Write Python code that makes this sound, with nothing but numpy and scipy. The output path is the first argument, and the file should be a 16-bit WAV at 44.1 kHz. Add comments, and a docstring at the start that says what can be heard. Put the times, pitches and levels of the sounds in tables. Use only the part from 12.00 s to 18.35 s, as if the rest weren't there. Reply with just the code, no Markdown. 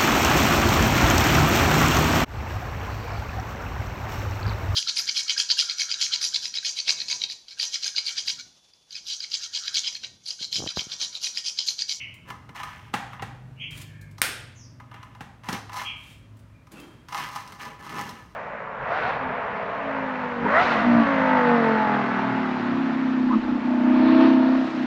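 """A walled, tiled yard at one microphone: a cord is coiled up behind a caged songbird that hops, flutters and chirps.
The cord slaps and drags over the paving, its socket box knocks and its plug clacks down once: noise bursts and
clicks ring their resonances. Claws and feathers are filtered noise and clicks, birdsong is gliding sines.
Decaying noise makes the walls answer all of these; far off, dry, lie a motorbike of three sines and noise
for air and traffic."""
import sys
import numpy as np
from scipy import signal
from scipy.fft import rfft, irfft
from scipy.io import wavfile
from scipy.ndimage import uniform_filter1d

SR = 44100
rng = np.random.default_rng(int(sys.argv[2]) if len(sys.argv) > 2 else 0)


def store_pcm(level_fs):
    """Save levels as 16-bit WAV."""
    pcm = np.round(np.clip(level_fs, -1, 1) * 32767).astype(np.int16)
    wavfile.write(sys.argv[1], SR, np.atleast_2d(pcm).T)


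N = 280035
TIME = np.arange(N) / SR  # s

# Loops of cord slapping the paving; the blow at 3.527 s is probably the socket box's second bump.
# Each row: time in s, level in dB, tick and thud in dB relative to it.
CORD_SLAPS = [(0.302, -29, -13, -12), (0.491, -39, -15, -3), (0.557, -38, -14, -27),
              (0.600, -29.5, -20, -33), (0.632, -27, -11, -24), (1.131, -35, -17, -28),
              (1.195, -32.5, -41, -13), (2.181, -39.5, -3.5, -12), (2.8, -38.5, -18, -15),
              (2.914, -38.5, -20, -21), (2.941, -36.5, -15.5, -15), (3.029, -37, -13.5, -24),
              (3.149, -40.5, -17, -17), (3.435, -40, -14.5, -26), (3.527, -32.5, 3.5, 6.5),
              (3.694, -34, -15, -19), (3.731, -41, 2, -14), (3.767, -28.5, -6.5, -21),
              (3.815, -29, -13.5, -29), (4.669, -50, -8, -16), (5.085, -38.5, -6, -14.5),
              (5.124, -27, -10.5, -18), (5.145, -23, -11.5, -29), (5.359, -26.5, -10.5, -38),
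              (5.475, -41, -4, -25), (5.521, -37, -7, -34), (5.893, -35, -8, -7), (6.091, -39, 0.5, -7)]
# Pulls dragging the cord. Each row: start, swell and fade in s, level in dB,
# then rasp, grit and rumble in dB relative to it, before the mix trims in cord_drag.
CORD_PULLS = [(0.249, 0.044, 0.15, -41.5, -8.5, -14.5, -2), (0.543, 0.017, 0.57, -37.5, -4.5, -9, -22),
              (1.1, 0.035, 0.13, -46.5, -4.5, -11, -13), (2.905, .03, 0.43, -48, -6, -23, -8),
              (3.439, 0.11, 0.095, -31, -8.5, -7.5, -7), (3.715, 0.087, .1, -27.5, -9.5, -5.5, -17.5),
              (5.088, 0.11, .28, -27.5, -10, -6.5, -13.5), (5.321, 0.042, 0.22, -37, -12.5, -4.5, -13),
              (5.411, 0.12, 0.1, -44, -12, -7.5, -3.5), (5.584, 0.022, .17, -35.5, -9, -5.5, -10.5),
              (5.63, 0.044, .22, -36, -18, -10, -4), (5.79, .2, 0.36, -29, -13, -8.5, -5)]
# Broad spectra of the cord: coil body, rasp, sandy grit, rumble, thud on paving. 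Each row: frequency in Hz, dB.
COIL_SPECTRUM = [(300, -30.5), (620, -3.5), (850, 4.5), (1300, 5), (2100, -4), (3200, -4), (4500, -21),
                 (7000, -35)]
RASP_SPECTRUM = [(900, -20.5), (1600, 2.5), (2300, -1.5), (3100, -3), (4500, -21)]
GRIT_SPECTRUM = [(2000, -0.5), (4000, 5.5), (6200, 1.5), (7500, -3.5), (9500, -9), (12000, -6.5),
                 (16000, -10.5)]
RUMBLE_SPECTRUM = [(80, -14), (140, 0), (240, 1.5), (340, -6.5), (550, -8.5), (900, -27.5)]
THUD_SPECTRUM = [(50, -33), (105, 5.5), (160, 2.5), (240, 2.5), (340, -7), (500, -8), (900, -38)]
# Rings of the coil on tile and of the scraping. Each row: frequency in Hz, width in Hz, lift in dB.
COIL_RINGS = [(818.6, 26, 11), (994, 78, 10.5), (1105, 47, 5), (1244, 74, 11), (1390, 30, -0.5),
              (1596, 10, -2.5), (1743, 32, 11.5), (2055, 170, 10.5), (2810, 59, 8)]
GRIT_RINGS = [(4100, 100, 4), (5330, 140, 6), (6060, 260, 5), (8510, 150, 6.5), (9270, 320, 8),
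              (11300, 120, 7)]
# The socket box bumps on the ground. Each row: time in s, level in dB, tick and thud in dB relative to it.
SOCKET_KNOCKS = [(0.9385, -16.5, -22, -7), (1.2215, -26, -22.5, -2.5), (3.2068, -31.5, -20, -3),
                 (3.4865, -22, -10.5, -2)]
# Spectrum of the socket box. Each row: frequency in Hz, dB.
SOCKET_SPECTRUM = [(250, -11.5), (550, -11), (800, -2.5), (1500, 0.5), (2300, -6), (3600, -10.5),
                   (5500, -20.5), (8000, -23.5)]
# Its hollow ring. Each row: frequency in Hz, width in Hz, lift in dB.
SOCKET_RINGS = [(804, 150, 11.5), (1040, 28, -1), (1224, 33, 5.5), (1720, 47, 2), (1900, 53, 9),
                (2743, 63, 4.5), (3250, 24, 9)]
# The plug touches, lands and rebounds. Each row: time in s, level in dB before the two paths, brightness in Hz.
PLUG_CONTACTS = [(2.217, -25.5, 2000), (2.2176, -10.5, 12000), (2.2233, -28, 2400)]
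# Spectrum of the plug. Each row: frequency in Hz, dB.
PLUG_SPECTRUM = [(60, -17), (180, -10), (550, -2), (1000, -1.5), (1700, 2), (2600, 3), (3400, -1),
                 (7000, -6.5), (12000, -5.5), (16000, -6.5)]
# Ring of the plug, direct. Each row: frequency in Hz, width in Hz, lift in dB.
PLUG_RINGS = [(1420, 73, 9), (1555, 66, 6), (2347, 220, 1.5), (2570, 200, 1.5), (4580, 180, 8),
              (5400, 190, 6.5), (8540, 560, 13.5), (9800, 630, 9.5), (13900, 900, 12.5)]
# Light ticks of claws on perch and bars. Each row: time in s, level in dB.
CLAW_TICKS = [(0.14, -50.5), (0.285, -50), (1.707, -46), (1.7744, -39), (1.815, -39), (2.012, -49),
              (2.1109, -55.5), (4.368, -60), (4.3914, -58), (4.7177, -45.5), (4.799, -46.5)]
# Wing flutters. Each row: start, swell and fade in s, level in dB, air puff in dB relative to it.
WING_FLUTTERS = [(1.703, 0.12, 0.028, -48, -7), (3.96, 0.16, 0.092, -55.5, -17),
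                 (4.708, .06, 0.26, -58, 13.5)]
# Spectra of claws, feather rustle and pushed air. Each row: frequency in Hz, dB.
CLAW_SPECTRUM = [(800, -6.5), (3500, -1), (8000, -2.0), (15000, -6)]
FEATHER_SPECTRUM = [(200, -30.5), (700, -6), (2500, 7.5), (5000, -4), (9000, -5), (15000, -12)]
PUFF_SPECTRUM = [(100, -21.0), (220, 7.5), (350, 2), (600, -9.5), (1200, -7.5)]
# The near bird's chirps. Each row: time of the crest in s, crest pitch in Hz,
# level in dB before the two paths, octave in dB relative to it.
NEAR_CHIRPS = [(-0.025, 3108, -31.5, -24.5), (1.608, 3264, -34, -36.5), (3.856, 3290, -32.5, -45)]
# Far birds' whistles. Each row: start and length in s, start and end pitch in Hz,
# level in dB before the two paths, trill swing in Hz.
FAR_WHISTLES = [(1.835, 0.22, 1637, 1575, -58.5, 199.5), (1.85, .27, 2204, 2074, -62.5, 301),
                (2.546, .122, 7380, 5360, -54.5, -1100), (4.532, 0.043, 2355, 2310, -63.5, 100.5),
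                (4.745, 0.062, 2800, 2750, -57, -200), (4.791, .05, 3136, 3150, -55.5, 48),
                (4.983, 0.017, 3200, 3140, -63, 30.5)]
# Far motorbike. Each row: time in s, pitch of its strongest line in Hz, level in dB; both waver a little.
ENGINE_LINE = [(0, 113.2, -52), (0.75, 114, -66), (1.15, 122, -49), (1.5, 127.8, -45.5), (2.15, 127.5, -58),
               (2.42, 116.9, -48), (3.1, 115.5, -50.5), (3.35, 110.6, -57), (3.7, 103.4, -46.5),
               (4.02, 104.6, -60), (4.35, 106, -46.5), (4.75, 104, -74), (6.35, 98, -70)]
# Its lower neighbour line, which swells as it pulls. Each row: time in s, level in dB.
ENGINE_PULL = [(0, -60), (1.3, -58.5), (1.6, -51.5), (2.1, -46), (2.3, -55), (6.35, -91)]
# Spectra of open air and traffic rumble. Each row: frequency in Hz, dB.
AIR_SPECTRUM = [(15, -47), (25, -17), (82, -5.5), (123, 2), (200, -10), (263, -5), (427, -24.5),
                (641, -14.5), (734, -28), (962, -19), (2350, -27), (3720, -34.5), (12500, -46),
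                (16000, -51)]
TRAFFIC_SPECTRUM = [(32, -29), (50, 1.0), (80, -1.5), (140, -0.5), (270, -12.5), (600, -24.5)]
# Slow swell of the traffic. Each row: time in s, dB relative to its base level.
TRAFFIC_SWELL = [(0, -2.5), (0.9, 6.5), (1.8, 8.5), (2.7, 2.5), (3.8, 2), (4.7, -2), (6.35, 2)]
# Reverberation of the yard. Each row: frequency in Hz, time to fall by 60 dB in s.
YARD_DECAY = [(150, 0.31), (400, 0.81), (1000, 0.66), (2700, 0.64), (6000, 0.52), (10000, .42),
              (15000, 0.27)]

# chirp timing (s)
CHIRP_RISE_S, CHIRP_HOLD_S, CHIRP_RELEASE_S = 0.03, 0.058, 0.021
# level lost over the rise or release time, and over the hold
CHIRP_EDGE_DB, CHIRP_SINK_DB = 21, 5.5
# rise to the crest, fall over the hold, deepest dip below the crest
CHIRP_SCOOP_HZ, CHIRP_SAG_HZ, CHIRP_TRILL_HZ = 405, 72, 1017.4
# dips are brief at the crest (exponent 4) and lengthen over this time
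TRILL_OPEN_S, TRILL_BREVITY = 0.04, 4


def cord_slaps():
    """Blows on the tiles, mostly dropping loops of cord, ring the coil."""
    return blows(CORD_SLAPS, COIL_SPECTRUM, COIL_RINGS, contact_ms=3.2, wet_db=-2)


def cord_drag(body_db=-4, grit_trim_db=-6, rumble_trim_db=-5):
    """Catches on the tiles make dense clicks that ring the coil; rasp and sandy grit come and go with the ground."""
    catches = grains(rate=2200, spread_db=2.5) * undb(1.6 * walk(60))
    body = unit(colour(catches, COIL_SPECTRUM, COIL_RINGS))

    rasp = colour(grains(rate=1500, spread_db=-2.5), RASP_SPECTRUM)
    rasp = unit(rasp * undb(1.5 * walk(25)))

    sand = grains(rate=450, spread_db=1.5)
    grit = colour(catches + sand, GRIT_SPECTRUM, GRIT_RINGS)
    grit = unit(grit * undb(1.3 * walk(30)))

    rumble = unit(colour(grains(rate=2200, spread_db=1), RUMBLE_SPECTRUM))

    out = np.zeros(N)
    for start_s, swell_s, fade_s, db, rasp_db, grit_db, rumble_db in CORD_PULLS:
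        scrape = undb(body_db) * body + undb(rasp_db) * rasp
        scrape += undb(grit_db + grit_trim_db) * grit
        scrape += undb(rumble_db + rumble_trim_db) * rumble
        speed = stroke(start_s, swell_s, fade_s, swell_db=17.5, fade_db=33)
        out += speed * undb(db) * scrape
    return yard(out, wet_db=-6)


def socket_knocks():
    """The hollow socket box is tugged over and bumps down."""
    return blows(SOCKET_KNOCKS, SOCKET_SPECTRUM, SOCKET_RINGS, contact_ms=3.4, wet_db=-1)


def blows(rows, body, rings, contact_ms, wet_db, lead_s=0.0065, lead_db=-19):
    """Each blow has a faint noise lead-in, then lands with a ringing body, a gritty tick and a soft thud."""
    near, around = np.zeros(N), np.zeros(N)
    for s, db, tick_db, thud_db in rows:
        parts = (
            (body, rings, db),
            (GRIT_SPECTRUM, GRIT_RINGS, db + tick_db),
            (THUD_SPECTRUM, (), db + thud_db),
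        )
        for points, part_rings, part_db in parts:
            lead_in = colour(contact(2 * contact_ms), points, part_rings)
            landing = colour(contact(contact_ms), points, part_rings)
            add(near, s - lead_s, lead_in, part_db + lead_db)
            add(near, s, landing, part_db)
            add(around, s, colour(tap(), points, part_rings), part_db)
    return near + undb(wet_db) * echoes(around, early_db=0.5)


def plug(direct_db=1, wet_db=-3, wall_ring=0.59):
    """Hard plastic on tile: a push and a millisecond of chatter ring the shell; the walls hear it more evenly."""
    near, around = np.zeros(N), np.zeros(N)
    wall_rings = [(hz, width, wall_ring * lift_db) for hz, width, lift_db in PLUG_RINGS]
    for s, db, bright_hz in PLUG_CONTACTS:
        softness = signal.butter(1, bright_hz, fs=SR)
        push = signal.lfilter(*softness, tap() + 0.28 * contact(ms=0.7))
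        wall_push = signal.lfilter(*softness, tap())
        add(near, s, colour(push, PLUG_SPECTRUM, PLUG_RINGS), db)
        add(around, s, colour(wall_push, PLUG_SPECTRUM, wall_rings), db)
    return undb(direct_db) * near + undb(wet_db) * echoes(around, early_db=-25)


def bird_moves(beat_hz=26, beat_db=2):
    """Claws tick on the perch; feathers rustle and push air with every wingbeat."""
    out = np.zeros(N)
    for s, db in CLAW_TICKS:
        add(out, s, colour(contact(ms=4.5), CLAW_SPECTRUM), db)

    unsteady_hz = beat_hz * (1 + 0.2 * walk(13))
    beats = undb(beat_db * np.sin(2 * np.pi * np.cumsum(unsteady_hz) / SR))
    rustle = unit(colour(grains(rate=6200, spread_db=0), FEATHER_SPECTRUM))
    puff = unit(colour(rng.standard_normal(N), PUFF_SPECTRUM))
    for start_s, swell_s, fade_s, db, puff_db in WING_FLUTTERS:
        effort = stroke(start_s, swell_s, fade_s, swell_db=7, fade_db=18.5)
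        out += effort * beats * undb(db) * (rustle + undb(puff_db) * puff)
    return yard(out, wet_db=-3.5)


def birdsong(direct_db=-7, trill_hz=80):
    """Quick warbling glides, heard mostly off the walls, which smear them into a band."""
    # the pitch rests on the note and flicks away from it once every trill cycle
    unsteady_hz = trill_hz * (1 + 0.21 * walk(80))
    trill = np.sin(np.pi * np.cumsum(unsteady_hz) / SR) ** 2
    song = chirps(trill) + whistles(trill)
    return undb(direct_db) * song + echoes(song, early_db=-4, early_s=0.045, build_s=0.001)


def chirps(trill):
    """Each chirp scoops up to its crest, then dips from it to a low note for longer and longer."""
    out = np.zeros(N)
    for crest_s, hz, db, octave_db in NEAR_CHIRPS:
        age = TIME - crest_s
        before = np.maximum(-age / CHIRP_RISE_S, 0)
        after = np.maximum((age - CHIRP_HOLD_S) / CHIRP_RELEASE_S, 0)
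        held = np.clip(age / CHIRP_HOLD_S, 0, 1)

        high = hz - CHIRP_SCOOP_HZ * np.minimum(before, 1) - CHIRP_SAG_HZ * held
        low = hz - CHIRP_TRILL_HZ
        dip = trill ** np.interp(age, [0, TRILL_OPEN_S], [TRILL_BREVITY, 1])
        pitch = high * (1 - dip) + low * dip

        level_db = db - CHIRP_EDGE_DB * (before + after) - CHIRP_SINK_DB * held
        out += undb(level_db) * syrinx(pitch, octave_db)
    return out


def whistles(trill):
    """Faint straight glides, flicked by the trill, that swell and fade in one arch."""
    out = np.zeros(N)
    for start_s, length_s, from_hz, to_hz, db, swing_hz in FAR_WHISTLES:
        along = np.clip((TIME - start_s) / length_s, 0, 1)
        arch = np.sqrt(4 * along * (1 - along))
        pitch = from_hz + (to_hz - from_hz) * along + swing_hz * trill
        out += undb(db) * arch * syrinx(pitch)
    return out


def syrinx(hz, octave_db=-32, waver=0.0088):
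    """A bird's tone: a slightly unsteady sine with a faint octave."""
    phase = 2 * np.pi * np.cumsum(hz * (1 + waver * walk(500))) / SR
    return np.sqrt(2) * (np.sin(phase) + undb(octave_db) * np.sin(2 * phase))


def motorbike(upper_db=-3):
    """Only the lowest exhaust lines carry this far, wavering on the way."""
    hz, db = curve(ENGINE_LINE)
    pull_db, = curve(ENGINE_PULL)
    phase = 2 * np.pi * np.cumsum(hz * (1 + 0.003 * walk(8))) / SR
    out = np.zeros(N)
    # strongest line, then its lower and upper neighbours
    for order, level_db in ((1, db), (4 / 5, pull_db), (6 / 5, pull_db + upper_db)):
        out += np.sqrt(2) * undb(level_db + walk(3)) * np.sin(order * phase)
    return out


def street(air_db=-54, rumble_db=-56.5):
    """Faint open air over a slowly swelling traffic rumble, both filtered noise."""
    air = unit(colour(rng.standard_normal(N), AIR_SPECTRUM))
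    rumble = unit(colour(rng.standard_normal(N), TRAFFIC_SPECTRUM))
    swell_db, = curve(TRAFFIC_SWELL)
    air_level = undb(air_db + 0.8 * walk(3))
    rumble_level = undb(rumble_db + swell_db + walk(1.5))
    return air * air_level + rumble * rumble_level


def yard(x, wet_db):
    """Direct sound plus the walls."""
    return x + undb(wet_db) * echoes(x, early_db=4)


def echoes(x, early_db, early_s=0.012, build_s=0.007):
    """Dense echoes of the yard: noise whose bands die at their own rates, with extra strength early on."""
    t = TIME[:SR]
    noise = rfft(rng.standard_normal(SR))
    log_hz = np.log(np.arange(len(noise)) + 1)
    centres = np.log([hz for hz, _ in YARD_DECAY])
    tail = np.zeros(SR)
    # each band overlaps its neighbours in a triangle
    for share, (_, t60) in zip(np.eye(len(centres)), YARD_DECAY):
        band = irfft(noise * np.interp(log_hz, centres, share), SR)
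        tail += band * undb(-60 * t / t60)
    tail *= np.minimum(t / build_s, 1) * (1 + undb(early_db) * np.exp(-t / early_s))
    return signal.fftconvolve(x, tail / np.sqrt(np.sum(tail ** 2)))[:N]


def contact(ms, size=4096):
    """A burst of micro-impacts that builds and dies on the scale of the contact time."""
    age = np.arange(size) / (SR * ms / 1000)
    return rng.standard_normal(size) * np.sqrt(age) * np.exp(-age)


def tap(size=4096):
    """One clean impulse: a blow as the walls hear it, evened out over all directions."""
    return 1.0 * (np.arange(size) == 0)


def grains(rate, spread_db):
    """Tiny clicks at random times (rate per second); a positive spread makes a few strong, a negative one weak."""
    struck = rng.random(N) < rate / SR
    rarity = np.minimum(rng.exponential(size=N), 4)
    return struck * rng.standard_normal(N) * undb(spread_db * rarity)


def stroke(start_s, swell_s, fade_s, swell_db, fade_db, onset_s=0.006):
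    """Envelope of one movement: it sets in, gathers speed, then dies away."""
    age = TIME - start_s
    gathering_db = swell_db * (age / swell_s - 1)
    dying_db = -fade_db * (age - swell_s) / fade_s
    return np.clip(age / onset_s, 0, 1) * undb(np.minimum(gathering_db, dying_db))


def add(out, s, hit, db, span_s=0.0023):
    """Place a hit whose energy equals that level held for span_s."""
    start = int(s * SR)
    hit = hit * undb(db) * np.sqrt(span_s * SR / np.sum(hit ** 2))
    out[start:start + len(hit)] += hit[:N - start]


def colour(x, points, rings=(), size=4096):
    """Causal filter: a broad spectrum that falls 10 dB an octave past its ends, lifted at each resonance."""
    hz = np.arange(size // 2 + 1) * SR / size + 1
    octaves_out = np.abs(np.log2(hz / np.clip(hz, points[0][0], points[-1][0])))
    db = on_log_axis(hz, points) - 10 * octaves_out
    for f, width, lift_db in rings:
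        db = db + lift_db / (1 + (2 * (hz - f) / width) ** 2)
    # fold the cepstrum so that the response starts at once (minimum phase)
    cepstrum = irfft(np.log(undb(db)))
    cepstrum[1:size // 2] *= 2
    cepstrum[size // 2 + 1:] = 0
    response = irfft(np.exp(rfft(cepstrum)))
    return signal.fftconvolve(x, response)[:len(x)]


def on_log_axis(hz, points):
    """Read (Hz, value) points at any frequency, along a logarithmic axis."""
    f, value = np.transpose(points)
    return np.interp(np.log(hz + 1), np.log(f), value)


def curve(rows):
    """The columns of a table, joined by straight lines in time."""
    s, *columns = np.transpose(rows)
    return [np.interp(TIME, s, column) for column in columns]


def walk(rate):
    """Smooth random wander of rms 1, with rate new targets per second."""
    k = int(SR / rate)
    steps = np.repeat(rng.standard_normal(N // k + 1), k)
    return unit(uniform_filter1d(steps, k)[:N])


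def unit(x):
    """Scale to rms 1."""
    return x / np.sqrt(np.mean(x ** 2) + 1e-18)


def undb(db):
    """Decibels to gain."""
    return 10 ** (np.asarray(db) / 20)


def scene():
    """Everything in the yard, heard at one point."""
    cord = cord_slaps() + cord_drag() + socket_knocks() + plug()
    bird = bird_moves() + birdsong()
    distance = motorbike() + street()
    return (cord + bird + distance)[None]


def record(dry):
    """The recorder thins the deep bass, rounds the loudest peaks and cuts the top."""
    bass_cut = signal.butter(3, 36, "high", fs=SR, output="sos")
    top_cut = signal.ellip(10, 0.2, 70, 15800, fs=SR, output="sos")
    rounded = np.tanh(signal.sosfilt(bass_cut, dry))
    return signal.sosfilt(top_cut, rounded)


dry = scene()
out = record(dry)
store_pcm(out)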